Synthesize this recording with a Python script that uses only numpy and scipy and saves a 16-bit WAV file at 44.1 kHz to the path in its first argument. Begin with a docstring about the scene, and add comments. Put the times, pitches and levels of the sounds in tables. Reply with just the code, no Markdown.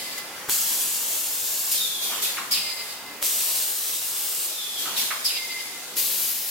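"""A workshop floor, close to a bag making machine running through its 2.75 s cycle.
A valve snaps and dumps a long blast of air; then the cylinders move, with short puffs,
falling chirps, rasping rods, a squealing throttle and a whistling port.
Under the air, the drive and its conveyor belts rumble on."""
import sys
import numpy as np
from scipy import signal
from scipy.fft import rfft, irfft, next_fast_len
from scipy.io import wavfile
from scipy.ndimage import uniform_filter1d, map_coordinates

SR = 44100
rng = np.random.default_rng(int(sys.argv[2]) if len(sys.argv) > 2 else 0)


def store_pcm(level_fs):
    """Save levels as 16-bit WAV."""
    pcm = np.round(np.clip(level_fs, -1, 1) * 32767).astype(np.int16)
    wavfile.write(sys.argv[1], SR, np.atleast_2d(pcm).T)


N = 286638

# valve snaps: t/s, snap level/dB, thump level/dB
SNAPS = [(0.4966, -11.5, -30), (3.227, -11.5, -53), (5.9686, -24.5, -55)]
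# return strokes: t/s, air level/dB, end-stop spit/dB, whistle f/Hz, whistle level/dB,
# time to its peak/s, its swell/(dB/s), force of the down stroke before/dB
RETURN_STROKES = [(-0.236, 1, -32.5, 2045, -40.5, .42, 1, 0), (2.508, 1, -40, 2077, -36.5, 0.313, 52, 0),
                  (5.242, -1, -40, 2082, -32.5, 0.35, 37.5, 1)]


def amp(db):
    """Decibels to gain."""
    return 10 ** (np.asarray(db) / 20)


def unit(x):
    """Scale to rms 1."""
    return x / np.sqrt(np.mean(np.abs(x) ** 2) + 1e-20)


def along(points, hz):
    """Read (f/Hz, value) points on a log frequency axis."""
    freqs, values = np.transpose(points)
    return np.interp(np.log(hz + 1), np.log(freqs + 1), values)


def clock():
    """Time of every sample."""
    return np.arange(N) / SR


def since(start):
    """Seconds since start, zero before it."""
    return np.maximum(clock() - start, 0)


def held(start, db, rise, hold, t60):
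    """Envelope that opens, holds and dies away."""
    return amp(db - 60 * since(start + hold) / t60) * (1 - np.exp(-(since(start) / rise) ** 2))


def burst(start, db, rise, t60):
    """Envelope that opens and dies away with no hold."""
    return held(start, db, rise, 0, t60)


def together(gains):
    """Independent air streams add in power."""
    return np.sqrt(sum(gain ** 2 for gain in gains))


def wobble(rate):
    """A smooth random curve, rate knots a second."""
    return map_coordinates(rng.standard_normal(int(N * rate / SR) + 4), [clock() * rate])


def eq(points):
    """Frequency response through (f/Hz, level/dB) points."""
    return lambda hz: amp(along(points, hz))


def filtered(x, response):
    """Shape x with a frequency response."""
    size = next_fast_len(N + 8192)
    return irfft(rfft(x, size) * response(np.fft.rfftfreq(size, 1 / SR)), size)[..., :N]


def rush(response, spread, patchy_db):
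    """Turbulent stereo noise, patchy in time and frequency; spread sets side over mid."""
    spectra = signal.stft(rng.standard_normal((2, N)), nperseg=1024)[2]
    patches = uniform_filter1d(rng.standard_normal(spectra.shape[1:]), size=3, axis=0)
    patches = unit(uniform_filter1d(patches, size=14, axis=1))
    noise = signal.istft(spectra * amp(patchy_db * patches), nperseg=1024)[1][:, :N]
    mid, side = filtered(noise, response)
    mid, side = unit(mid), filtered(unit(side), eq(spread))
    return np.array([mid + side, mid - side])


def noisy_tone(pitch_hz, width_hz, clean):
    """A band of noise around a fixed or moving pitch; clean is the pure tone's share of the power."""
    real, imag = filtered(rng.standard_normal((2, N)), lambda hz: 1 / (1 + (1.84 * hz / width_hz) ** 2))
    flutter = np.sqrt(clean) + np.sqrt(1 - clean) * unit(real + 1j * imag)
    phase = 2 * np.pi * np.cumsum(np.broadcast_to(pitch_hz, N)) / SR
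    return np.sqrt(2) * np.real(flutter * np.exp(1j * phase))


def hall(x, wet_db):
    """Blend a source with the workshop's diffuse reverb."""
    # reverb time: f/Hz, t60/s
    decay = [(200, 0.069), (2000, 0.7), (12000, 0.24)]
    hz, t, spectra = signal.stft(rng.standard_normal((2, SR // 2)), SR, nperseg=256)
    tail = signal.istft(spectra * amp(-60 * t / along(decay, hz)[:, None]), SR, nperseg=256)[1]
    tail = np.pad(tail / np.linalg.norm(tail[0]), ((0, 0), (SR // 300, 0)))  # pre-delay
    wet = signal.fftconvolve(np.atleast_2d(x), tail, axes=1)[:, :N]
    return (x + amp(wet_db) * wet) / np.sqrt(1 + amp(wet_db) ** 2 / 2)


def drive(cycle_s=2.752, fade_db_per_s=0.49):
    """Belts and rollers rumble with each cycle's load, beside unsteady motor tones; the rumble's level drops
    slowly through the scene."""
    # load through one cycle: t after the snap/s, level/dB
    load = [(0, -46.5), (.3, -47), (.5, -48.5), (1.25, -48.5), (1.501, -49.5), (1.63, -42.5), (1.9, -46),
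            (2.15, -47.5), (2.7, -46)]
    # rumble colour: f/Hz, level/dB
    colour = [(25, -36), (50, -18.5), (100, -11), (170, -4.5), (380, -0.5), (900, 0), (1500, -1),
              (2200, -2.5), (4000, -7.5), (16000, -11.5)]
    # stereo width: f/Hz, side over mid/dB
    spread = [(40, -10), (160, -21), (600, -12), (1500, -4.5), (4000, -1)]
    # motor and roller tones: f/Hz, level/dB
    hum = [(383, -61.5), (497, -60), (631, -62.5), (829, -59), (1081, -66), (1394, -63), (1666, -60)]
    load_db = np.interp((clock() - SNAPS[0][0]) % cycle_s, *np.transpose(load))
    rumble = rush(eq(colour), spread, patchy_db=2.0)
    tones = sum(amp(db) * noisy_tone(hz, width_hz=12, clean=0.15) for hz, db in hum)
    return amp(load_db + 7.5 - fade_db_per_s * clock() + 0.4 * wobble(16)) * rumble + amp(-3) * tones


def knocks():
    """The frame gives a short, dull knock as each valve trips."""
    gain = sum(burst(start - 0.012, db=-41, rise=0.006, t60=0.2) for start, *_ in SNAPS)
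    return gain * noisy_tone(pitch_hz=523, width_hz=330, clean=0)


def rasps(side_hz=3500):
    """The sliding rod rubs with each move: a band of noise, wider in stereo the higher it lies."""
    # rod rubs: t from the return/s, f/Hz, width/Hz, level/dB, rise/s, t60/s
    rubs = [(-.425, 3100, 700, -34, 0.035, 0.69), (-.287, 3600, 650, -30, 0.023, 0.36),
            (-.141, 1903, 1500, -26.5, .004, 0.19), (0, 5000, 560, -10.5, 0.016, .1)]
    out = np.zeros((2, N))
    for delay, hz, width_hz, db, rise, t60 in rubs:
        down_stroke = delay < -0.1
        gain = sum(burst(start + delay, db + force_db * down_stroke, rise, t60)
                   for start, *_, force_db in RETURN_STROKES)
        mid, side = (noisy_tone(hz, width_hz, clean=0) for _ in range(2))
        out += gain * (mid + np.outer([1, -1], side) * hz / side_hz)
    return out


def chirps():
    """The chamber behind a moving piston grows, so its note drops and settles."""
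    # piston moves: t from the return/s, first f/Hz, last f/Hz, glide/s,
    # width/Hz, level/dB, rise/s, t60/s
    moves = [(-.4, 2202, 1029, .013, 800, -32.5, 0.013, 0.31),
             (-.289, 3986, 1850, .03, 480, -30.5, 0.013, 0.25),
             (-.139, 2400, 1059, .008, 240, -23.5, .007, 0.12),
             (-.001, 5230, 2160, .044, 360, -25.5, 0.013, .3)]
    out = np.zeros(N)
    for start, *_, force_db in RETURN_STROKES[1:]:
        for delay, first_hz, last_hz, glide, width_hz, db, rise, t60 in moves:
            pitch = last_hz + (first_hz - last_hz) / (1 + (since(start + delay) / glide) ** 3)
            down_stroke = delay < -0.1
            gain = burst(start + delay, db + force_db * down_stroke, rise, t60)
            out += gain * noisy_tone(pitch, width_hz, clean=0.14)
    return out


def whistles(sharp_hz=89.3, settle_s=0.045, sag_hz_per_s=45.4, flutter_db=2.3):
    """The port's whistle starts sharp, settles and sags; it swells, then drops to a faint tail."""
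    out = np.zeros(N)
    for stroke, _, _, hz, db, peak_s, swell, _ in RETURN_STROKES:
        start, peak = stroke + 0.1, stroke + peak_s
        pitch = hz + sharp_hz * np.exp(-since(start) / settle_s) - sag_hz_per_s * since(start)
        swell_db = -swell * np.maximum(peak - clock(), 0)
        body = held(start, db + swell_db, rise=0.023, hold=peak - start, t60=0.15)
        tail = held(start, db - 13.5, rise=0.016, hold=0.53, t60=0.26)
        out += together([body, tail]) * noisy_tone(pitch, width_hz=70, clean=0.59)
    return out * amp(-flutter_db * wobble(40))


def throttle(length_s=0.52, push_after_s=0.248, flutter_db=3.0):
    """The throttle's note flutters in the flow and sinks with the pressure; a second push revives it."""
    # down-stroke squeals: t/s, level/dB, rise/s, t60/s, second push/dB
    squeals = [(1.775, -28, .006, 1.1, -43), (4.511, -35, 0.047, 1.9, -28)]
    # pitch bend: t into the squeal/s, f/Hz
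    bend = [(0, 3824), (.07, 3590), (.2, 3414), (.3, 3270), (.43, 3480)]
    out = np.zeros(N)
    for start, db, rise, t60, push_db in squeals:
        pitch = np.interp(since(start), *np.transpose(bend))
        push = burst(start + push_after_s, push_db, rise=0.013, t60=0.25)
        release = np.exp(-since(start + length_s) / 0.02)
        gain = together([burst(start, db, rise, t60), push]) * release
        out += gain * noisy_tone(pitch, width_hz=220, clean=0.29)
    return out * amp(flutter_db * wobble(60))


def vent():
    """On each return, escaping air rings the resonances of the narrow port."""
    # port resonances: f/Hz, width/Hz, level/dB
    resonances = [(2670, 1200, -10.5), (3870, 2400, -11), (4700, 400, -5.5), (5000, 210, 0)]

    def port(hz):
        return together(amp(db) / (1 + (2.9 * (hz - centre) / width) ** 2)
                        for centre, width, db in resonances)

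    gain = sum(burst(start, air_db - 28, rise=0.04, t60=1.44) for start, air_db, *_ in RETURN_STROKES)
    return gain * amp(2.9 * wobble(40)) * rush(port, spread=[(2500, -5), (5000, 1.5)], patchy_db=2.4)


def return_flow(start, stop_db, travel_s=0.412):
    """Envelope of a return: a puff, a hiss while the piston travels, an end-stop spit, a faint leak."""
    return together([burst(start - 0.006, db=-26.5, rise=0.011, t60=0.62),
                     held(start, db=-41.3, rise=0.02, hold=travel_s, t60=0.54),
                     burst(start + travel_s, stop_db, rise=0.003, t60=0.12),
                     held(start, db=-49.5, rise=0.02, hold=0.28, t60=1.4)])


def bleed(bright_hz=12000, brightening=0.58, neutral_db=-35):
    """Softer puffs from the far cylinders; the stronger the flow, the brighter its hiss."""
    # down-stroke puffs: t/s, level/dB, rise/s, t60/s
    puffs = [(1.73, -30, 0.013, 2.4), (2.005, -32, 0.013, 1.95), (2.211, -27, 0.013, 0.7),
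             (4.47, -36.5, 0.013, 12), (4.768, -33, .02, 1.14), (4.95, -26.5, 0.023, 0.89)]
    # hiss colour, down stroke then return: f/Hz, level/dB
    colours = [
        [(880, -34), (1500, -20.5), (2040, -13), (2490, -6.5), (2910, -7.5), (3410, -0.5), (4970, -3),
         (13800, -4), (15100, -6), (16000, -27)],
        [(1000, -38), (2000, -4), (3000, -2.5), (4300, 0), (6000, -2), (9000, -1), (12500, 0.5), (15000, -8),
         (16000, -1)],
    ]
    # stereo width: f/Hz, side over mid/dB
    spread = [(1500, -3), (3500, 1.5), (5000, 0.5), (8000, 1), (15000, -.5)]
    down = together(burst(*puff) for puff in puffs)
    back = together(amp(air_db) * return_flow(start, stop_db)
                    for start, air_db, stop_db, *_ in RETURN_STROKES)
    air = np.zeros((2, N))
    for flow, colour in zip((down, back), colours):
        jet = rush(eq(colour), spread, patchy_db=2.1)
        sizzle = filtered(jet, lambda hz: hz ** 6 / (hz ** 6 + bright_hz ** 6))
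        brightness = (flow / amp(neutral_db)) ** brightening
        air += flow * (jet - sizzle + sizzle * brightness)
    return air * amp(2.4 + 0.1 * wobble(64))


def valves(lead_s=0.01):
    """The mechanism thumps the frame; then the valve snaps open with a crack and a brief rattle."""
    # colours: f/Hz, level/dB
    steel = eq([(200, -1), (1500, 8.5), (3500, 7), (6000, 0), (13000, 9)])
    frame = eq([(25, -13), (110, 2.5), (500, -1), (1300, 1), (4000, -29), (12000, -45)])
    crack = np.zeros(N)
    for start, db, _ in SNAPS:
        crack[round(start * SR)] = amp(db + 6)
    rattle = sum(burst(start, db - 8.5, rise=0.0001, t60=0.0075) for start, db, _ in SNAPS)
    thump = sum(burst(start - lead_s, db, rise=0.00069, t60=0.088) for start, _, db in SNAPS)
    steel_noise = unit(filtered(rng.standard_normal(N), steel))
    frame_noise = unit(filtered(rng.standard_normal(N), frame))
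    return filtered(crack, steel) + rattle * steel_noise + thump * frame_noise


def blasts(open_s=1.22):
    """The exhaust opens with a kick, surges, settles to a steady hiss and spits as it closes."""
    # exhaust blasts: t/s, surge/dB, surge length/s, steady hiss/dB, spit/dB, left over right/dB
    exhausts = [(0.491, -31, 0.33, -30, -24.5, -0.5), (3.222, -29, 0.41, -29.5, -28.5, -.3),
                (5.964, -29, 0.33, -32.5, -30, 1)]
    # colour of each blast: f/Hz, level/dB
    colours = [
        [(1060, -35), (1800, -15), (1940, -23), (2100, -13), (2820, -6), (3260, -5), (4100, -6), (4410, -4.5),
         (5590, -3.5), (7420, -0.5), (10200, -3.5), (12400, -1.5), (15100, -5), (16000, -7.5)],
        [(1060, -35), (1800, -20), (2060, -11), (2410, -12), (2690, -5.5), (3810, -4.5), (4490, -5),
         (4880, -3.5), (6410, -4), (8440, -0.5), (10100, -4), (13100, -0.5), (15100, -7.5), (16000, -1)],
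        [(1060, -37), (1800, -17), (2030, -13.5), (2200, -14), (2790, -7.5), (3440, -8.5), (5060, -4.5),
         (5750, -7.5), (7290, -6.5), (8210, -7.5), (12100, -2), (15000, -5), (16000, -6)],
    ]
    # stereo width of each blast: f/Hz, side over mid/dB
    spreads = [
        [(2000, -5), (8500, -4.3), (11000, -1.5), (15000, 3.5)],
        [(2000, -6), (8500, -3.5), (11000, -1), (15000, 2.5)],
        [(3000, -9), (7500, -2.5), (11500, -4), (15000, -1)],
    ]
    air = np.zeros((2, N))
    for exhaust, colour, spread in zip(exhausts, colours, spreads):
        start, surge_db, surge_s, steady_db, spit_db, pan_db = exhaust
        wisp = held(start - 0.014, db=-33, rise=0.01, hold=0.02, t60=0.05)  # the valve unseats
        kick = burst(start, db=-23, rise=0.018, t60=0.57)
        surge = held(start, surge_db, rise=0.003, hold=surge_s, t60=0.85)
        steady = held(start, steady_db, rise=0.0036, hold=open_s, t60=0.4)
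        spit = burst(start + open_s, spit_db, rise=0.0039, t60=0.44)
        pan = amp([[pan_db / 2], [-pan_db / 2]])
        jet = rush(eq(colour), spread, patchy_db=2.0)
        air += pan * together([wisp, kick, surge, steady, spit]) * jet
    return air * amp(2.0 + 0.49 * wobble(35) + 0.25 * wobble(6))


def scene(low_cut_hz=400):
    """Air and machinery in the workshop; the whistle sits a little left, the rods a little right."""
    whistle = amp([[0], [-2.5]]) * hall(whistles(), wet_db=-7.5)
    squeal = amp(-1) * hall(throttle(), wet_db=-0.5)
    chambers = amp(1.5) * hall(chirps(), wet_db=-1.5)
    rods = amp([[-2], [-0.5]]) * hall(rasps(), wet_db=-4.5)
    # the piston sounds are kept clear of bass
    pistons = filtered(chambers + rods, lambda hz: hz ** 2 / (hz ** 2 + low_cut_hz ** 2))
    air = blasts() + bleed() + vent()
    impacts = hall(valves() + knocks(), wet_db=-7)
    return drive() + impacts + pistons + whistle + squeal + air


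def record(dry, top_hz=15900):
    """Colour left and right slightly apart and cut the very top."""
    # channel balance: f/Hz, left over right/dB
    balance = [(60, 0.0), (150, -0.5), (380, 0.0), (950, 0), (2380, -1.5), (5980, -0.5), (15000, 4)]
    return filtered(dry, lambda hz: amp(np.outer([0.5, -0.5], along(balance, hz))) * (hz < top_hz))


dry = scene()
out = record(dry)
store_pcm(out)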